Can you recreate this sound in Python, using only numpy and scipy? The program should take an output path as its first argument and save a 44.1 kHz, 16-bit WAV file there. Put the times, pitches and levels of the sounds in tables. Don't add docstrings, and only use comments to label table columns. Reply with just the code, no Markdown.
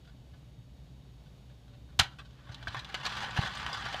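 import sys
import numpy as np
from scipy import signal
from scipy.fft import rfft, irfft
from scipy.io import wavfile
from scipy.ndimage import map_coordinates

SR = 44100
rng = np.random.default_rng(int(sys.argv[2]) if len(sys.argv) > 2 else 0)


def gain_from_db(level_db):
    decades = np.asarray(level_db, float) / 20
    return 10 ** decades


def to_wav(sig):
    pcm = np.clip(np.atleast_2d(sig), -1, 1) * 32767
    pcm = np.round(pcm).astype(np.int16)
    wavfile.write(sys.argv[1], SR, pcm.T)


N = 176400
RING_SAMPLES = 4096


def unit(x):
    return x / np.sqrt(np.mean(x ** 2) + 1e-30)


def unit_energy(x):
    return x / np.linalg.norm(x)


def along(points, hz):
    f, value = np.transpose(points)
    return np.interp(np.log(hz + 1), np.log(f + 1), value)


def wobble(rate):
    knots = rng.standard_normal(int(N * rate / SR) + 4)
    return map_coordinates(knots, [np.arange(N) * rate / SR])


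def coloured(points, size):
    closed = [(points[0][0] * .7, -90)] + list(points)
    gain = gain_from_db(along(closed, np.fft.rfftfreq(size, 1 / SR)))
    return unit(irfft(rfft(rng.standard_normal(size)) * gain, size))


# f/Hz, level/(dB per Hz)
AIR_SPECTRUM = [(200, -9), (330, -6), (700, -9.5), (1300, -19.5), (2200, -20.5), (3500, -18), (8500, -32.5),
                (15500, -36.5)]


def air_noise():
    return gain_from_db(-65.5 + 0.6 * wobble(4.8)) * coloured(AIR_SPECTRUM, size=N)


# f/Hz, level/(dB per Hz)
LOW_SPECTRUM = [(12, -72), (20, -38), (48, -7), (70, -1), (86, -16), (102, -9), (124, 0), (176, -13),
                (300, -20), (390, -61), (660, -120)]


def low_rumble():
    spectrum = LOW_SPECTRUM + [(400, -60), (900, -110)]
    return coloured(spectrum, size=N) * gain_from_db(-51.5 - 2 + 0.61 * wobble(6.83))


# f/Hz, level/dB (peak), wander/Hz
HUM = [(59, -56.5, 1.54), (120.7, -58, 3.02)]


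def mains_hum():
    t = np.arange(N) / SR
    hum = np.zeros(N)
    for hz, db, wander in HUM:
        level = gain_from_db(db - 0.5 + 0.64 * wobble(6.0))
        cycles = hz * t + np.cumsum(wander * wobble(11.0)) / SR
        hum += level * np.sin(2 * np.pi * cycles)
    return hum


# multiple of the rotation tone, level/dB (peak)
MOTOR_ORDERS = [(2, -94), (3, -91), (4, -87), (5, -99), (6, -90), (7, -100)]


def motor():
    motor_hz, wander_hz = 1118, 4.5
    turn = 2 * np.pi * np.cumsum(motor_hz + wander_hz * wobble(66)) / SR
    return sum(gain_from_db(db + 6.0) * np.sin(order * turn) for order, db in MOTOR_ORDERS)


# f/Hz, level/dB, width/Hz
WHINE = [(581, 0, 5), (2980, -7, 300), (3693, -6, 14), (3795, -7, 90)]


def whine():
    f = np.fft.rfftfreq(N, 1 / SR)
    peaks = np.zeros(len(f))
    for hz, db, width in WHINE:
        peaks += gain_from_db(db) / np.sqrt(width) / (1 + (2 * (f - hz) / width) ** 2)
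    return gain_from_db(-75.5) * unit(irfft(rfft(rng.standard_normal(N)) * peaks, N))


def background():
    return mains_hum() + motor() + whine() + low_rumble() + air_noise()


# f/Hz, t60/s
ROOM_T60 = [(200, 0.39), (2000, 0.29), (10000, 0.16)]


def room(x):
    hz, t, cells = signal.stft(rng.standard_normal(SR // 2), SR, nperseg=256)
    decay = gain_from_db(-60 * t / along(ROOM_T60, hz)[:, None])
    tail = signal.istft(cells * decay, SR, nperseg=256)[1]
    delayed = np.pad(x, (300, 0))
    return signal.fftconvolve(delayed, unit_energy(tail))[:N]


# t/s, level/dB, f/Hz, width/s
THUMPS = [(2.001, -24, 87, 0.006), (2.006, -37.5, 171, 0.012), (2.025, -31, 92, 0.0044),
          (2.502, -37.5, 103, 0.005), (2.69, -39.5, 90, 0.0091), (2.782, -41.5, 117, 0.02),
          (3.061, -55, 109, 0.006), (3.393, -18.5, 117, 0.0035), (3.3928, -27.5, 295, 0.00041),
          (3.392, -27.5, 765, 0.0014), (3.946, -34, 680, 0.0011)]


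def thumps():
    t = np.arange(N) / SR
    out = np.zeros(N)
    for s, db, hz, width in THUMPS:
        swing = np.cos(2 * np.pi * hz * (t - s))
        out += gain_from_db(db) * swing * np.exp(-((t - s) / width) ** 2 / 2)
    return out


def ring(modes, colour, t60, modes_db):
    mode_t60_s, build_up_s = 0.085, 0.00087
    t = np.arange(RING_SAMPLES) / SR
    hz, db = np.transpose(modes)[:, :, None]
    level_luck, pitch_luck = rng.standard_normal((2, len(modes), 1))
    partials = gain_from_db(db + level_luck) * np.sin(2 * np.pi * hz * (1 + 0.0054 * pitch_luck) * t)
    tones = partials.sum(0) * gain_from_db(-60 * t / mode_t60_s)
    wash = coloured(colour, size=len(t)) * gain_from_db(-60 * t / t60) * (1 - np.exp(-t / build_up_s))
    return unit_energy(unit(wash) + gain_from_db(modes_db) * unit(tones))


# f/Hz, level/dB
SHELL_MODES = [(760, -0.5), (885, -13), (1040, -16), (1165, 8), (1390, -16), (1520, 10), (1690, 7),
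               (1800, -0.5), (2105, -18)]
RAIL_MODES = [(2610, -6), (2860, 0.5), (3010, 2), (3460, 5.5), (3660, -1), (3870, -1), (4060, 3.5),
              (4690, -2), (5900, -6.5)]
# f/Hz, level/(dB per Hz)
SHELL_WASH = [(300, -40), (520, -15), (800, 2.5), (1100, 1), (1550, 2.5), (2000, -3), (2600, -6),
              (5000, -54)]
RAIL_WASH = [(1500, -9), (2400, -4.5), (3200, 5.5), (4600, -2.5), (5400, -8), (8000, -20), (12000, -37),
             (16000, -58)]
CRACK = [(3000, -20), (6000, 7), (9000, -6), (12000, -11), (15000, -20)]


def tin(hits, rails_db, ring_hz, modes_db, crack_db, focus_db):
    t = np.arange(RING_SAMPLES) / SR
    crack = coloured(CRACK, size=len(t)) * gain_from_db(-60 * t / 0.017)
    focus = np.sin(2 * np.pi * ring_hz * t) * gain_from_db(-60 * t / 0.014)
    shell = ring(SHELL_MODES, SHELL_WASH, 0.077, modes_db)
    rails = ring(RAIL_MODES, RAIL_WASH, 0.033, modes_db) + gain_from_db(crack_db) * unit_energy(crack)
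    shell_sound = signal.fftconvolve(hits * gain_from_db(-rails_db / 2), shell)
    panel_sound = signal.fftconvolve(hits * gain_from_db(focus_db + abs(rails_db) / 2), unit_energy(focus))
    return shell_sound + panel_sound + signal.fftconvolve(hits * gain_from_db(rails_db / 2), rails)


def taps(size, per_s, scatter_db):
    chance, side, size_luck = rng.random((3, size))
    strength = gain_from_db(-scatter_db * np.log(size_luck + 0.0075))
    return (chance < per_s / SR) * np.sign(side - .5) * strength


def contacts(rows, modes_db, crack_db):
    taps_per_s, rise_s, first_tap = 1500, .0012, 1.62
    out, t = np.zeros(N + SR), np.arange(RING_SAMPLES) / SR
    for s, db, rails_db, length, ring_hz in rows:
        chatter = unit(taps(len(t), taps_per_s, scatter_db=5)) * np.sqrt(taps_per_s / SR)
        chatter = chatter * np.exp(-t / max(length, .001)) * (1 - np.exp(-t / rise_s))
        chatter[round(rise_s * SR / 2)] = first_tap
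        hits = unit_energy(chatter) * np.sqrt(length * SR)
        sound = tin(hits, rails_db, ring_hz, modes_db, crack_db, focus_db=-5.5)
        out[round(s * SR):][:len(sound)] += gain_from_db(db - 11) * sound
    return out[:N]


# t/s, level/dB, rails over shell/dB
CREAKS = [(0.0465, -63, 16), (0.0744, -54, 1), (0.3357, -57.5, -1), (1.26, -63.5, 10), (1.499, -60.5, 2),
          (1.6795, -61, 8), (1.7297, -57, 2), (1.8888, -59.5, -4), (1.919, -61, -9), (2.119, -51, -1),
          (2.2489, -55.5, 11), (2.3012, -61, 5)]


def creaks():
    length_s, ring_hz = 0.017, 1520
    rows = [tuple(row) + (length_s, ring_hz) for row in CREAKS]
    return contacts(rows, modes_db=-3, crack_db=-47.5)


# t/s, level/dB, f/Hz, t60/s
TICKS = [(2.545, -40, 3920, 0.026), (2.672, -30, 1546, 0.04), (2.7462, -32.5, 1630, 0.03),
         (2.9435, -33, 3020, .015), (3.0542, -29, 4400, 0.026), (3.294, -33.5, 1090, .02),
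         (3.6643, -26, 3060, 0.015), (3.6652, -30.5, 1630, .015), (3.7298, -33.5, 4910, .025),
         (3.864, -29.5, 1440, .025), (3.9444, -27, 3090, 0.013), (3.9444, -34, 740, 0.062)]
# multiple of f, level/dB
TICK_PARTIALS = [(1, -0.5), (1.13, -13), (.84, -13), (1.52, -20)]


def ticks():
    out, t = np.zeros(N + SR), np.arange(RING_SAMPLES) / SR
    for s, db, hz, t60 in TICKS:
        tones = sum(gain_from_db(level_db) * np.sin(2 * np.pi * k * hz * t) for k, level_db in TICK_PARTIALS)
        out[round(s * SR):][:len(t)] += gain_from_db(db - 60 * t / t60) * tones
    return out[:N]


# t/s, level/dB, rails over
# shell/dB, chatter length/s, strongest ring f/Hz
RATTLE = [(2.032, -33, 8, 0.0044, 2920), (2.04, -36, 0, 0.007, 4000), (2.057, -45, -3, .008, 1570),
          (2.442, -60, -2, 0.0053, 1500), (2.581, -48, -4, .006, 1770), (2.733, -44, 4, 0.0056, 4000),
          (2.894, -48, 5, .006, 4400), (3.078, -32, -5, 0.0034, 1100), (3.094, -37, 11, 0.0051, 4140),
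          (3.178, -40.5, 4, 0.0034, 6100), (3.189, -33, -2, .004, 1800), (3.216, -37.5, 5, 0.0043, 6460),
          (3.24, -36, 3, 0.01, 4170), (3.28, -36, -5, .005, 1400), (3.308, -40.5, 5.5, 0.0047, 6930),
          (3.387, -37, 11, .005, 2880), (3.477, -37, 4, 0.0046, 5970), (3.535, -39, -3, .005, 1700),
          (3.553, -39, 8, 0.0068, 6930), (3.577, -40, 7, .006, 8260), (3.643, -39, 2, 0.0036, 1100),
          (3.677, -36, -5, .005, 2300), (3.697, -39, 5, .006, 3400), (3.748, -36, -3, .006, 2900),
          (3.808, -45.5, 6, 0.0045, 7460), (3.8545, -34, 10, .002, 4700), (3.885, -38, 10, .002, 5500),
          (3.927, -33, 8, .002, 3200)]


def rattle():
    return contacts(RATTLE, modes_db=-3, crack_db=-19)


# t/s, level/dB, rails over shell/dB, chatter length/s, strongest ring f/Hz
LEVER = [
    (1.9905, -15.5, 1, 0.0067, 3530),
    (1.9932, -11.5, -3, 0.0038, 2820),
    (1.9966, -7, 4.5, 0.0025, 3960),
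    (2.0015, -17.5, -9.5, 0.0033, 1590),
    (2.009, -27, 17, 0.003, 2520),
    (2.016, -36, 7, 0.0063, 3000),
    (2.031, -47, -6, 0.0037, 3130),
    (2.039, -41, -7, 0.0056, 1510),
]


def brake_lever():
    return contacts(LEVER, modes_db=-9.5, crack_db=-7)


# t/s, level/dB, rails over shell/dB, chatter length/s, strongest ring f/Hz
TAKE_UP = [(2.186, -39.5, -2, 0.016, 2600), (2.4915, -42.5, -6.5, 0.0049, 814),
           (2.514, -46.5, 8, 0.019, 1540), (2.545, -37.5, 15.5, 0.0022, 3820),
           (2.626, -39.5, 3, 0.0059, 1490), (2.672, -29, -6.5, 0.0051, 1530),
           (2.681, -33.5, 9, 0.0038, 4430), (2.7455, -29.5, -6.5, 0.01, 1650),
           (2.766, -34.5, -3.5, 0.019, 1750), (2.792, -34, 6, 0.0062, 4070),
           (2.846, -36.5, 10.5, 0.0037, 3600), (2.943, -22.5, 1, 0.005, 2970)]


def take_up():
    return contacts(TAKE_UP, modes_db=-3, crack_db=-47.5)


# t/s, level/dB, rails over shell/dB, chatter length/s, strongest ring f/Hz
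JOINTS = [(3.052, -25.5, -2.5, 0.0078, 3640), (3.063, -22.5, 3, 0.0056, 4100),
          (3.118, -32.5, -2, 0.009, 1510), (3.167, -34, 4, 0.015, 1070), (3.363, -28.5, 2, 0.015, 1560),
          (3.374, -21.5, -4.5, 0.0039, 1600), (3.412, -30, 3, 0.005, 3900), (3.459, -30.5, -5, 0.014, 1800),
          (3.549, -42, 11, 0.011, 1570), (3.65, -51, -4, 0.0028, 920), (3.6636, -26, -1, 0.0012, 3130),
          (3.731, -36, 8, 0.028, 4830), (3.859, -30, -4, 0.0092, 1440), (3.946, -37, 3, 0.0011, 3040)]


def rail_joints():
    return contacts(JOINTS, modes_db=-3, crack_db=-47.5)


# t/s, level/dB, rails over shell/dB
ROLL = [(2.3, -70.5, 3), (2.42, -69.5, -4), (2.5, -60, -5), (2.6, -61, -5), (2.72, -54, -1.5),
        (2.8, -62, -10), (2.9, -50.5, -2.5), (3.04, -47, -5.5), (3.2, -43, -5.5), (3.34, -45, -5),
        (3.45, -41.5, -2), (3.52, -46, -3), (3.62, -44, -7.5), (3.7, -44, -7.5), (3.82, -45.5, -3.5),
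        (4, -44, -3)]


def rolling():
    let_go_s, take_up_s = 2.24, .09
    place_hold_s, place_stray = .03, .4
    s, db, rails_db = np.transpose(ROLL)
    start = 2 * SR
    t = np.arange(N) / SR
    level_db = np.interp(t, s, db) + .7 * wobble(9) + 1.2 * wobble(45)
    level = gain_from_db(level_db) * np.clip((t - let_go_s) / take_up_s, 0, 1)
    drive = level * unit(taps(N, per_s=1800, scatter_db=3.5))
    tilt_db = np.interp(t, s, rails_db) + 1.3 * wobble(13)
    places = SHELL_MODES[1:] + RAIL_MODES[1:5]
    stray, held = rng.integers(len(places), size=(2, N))
    held_now = held[(t / place_hold_s).astype(int)]
    place = np.where(rng.random(N) < place_stray, stray, held_now)
    out = 0
    for k, (hz, _) in enumerate(places):
        hits = (drive * (place == k))[start:]
        out = out + tin(hits, tilt_db[start:], hz, modes_db=-5.5, crack_db=-33.5, focus_db=-10.5)
    rumble = coloured([(50, -10.0), (110, 1.5), (200, -3.0), (280, -21), (500, -26), (900, -50),
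                       (2000, -100)], size=N)
    return np.pad(out, (start, 0))[:N] + gain_from_db(-7.5) * level * rumble


def scene():
    train = creaks() + ticks() + rattle() + brake_lever() + take_up() + rail_joints() + rolling()
    return (train + gain_from_db(-19) * room(train) + thumps() + background())[None]


def top_cut(x):
    return signal.sosfilt(signal.butter(12, 15680, fs=SR, output="sos"), x)


def record(dry):
    top_hz = 15400
    passed = np.fft.rfftfreq(N, 1 / SR) < top_hz
    mix = irfft(rfft(dry) * passed, N)
    return top_cut(mix)


dry = scene()
out = record(dry)
to_wav(out)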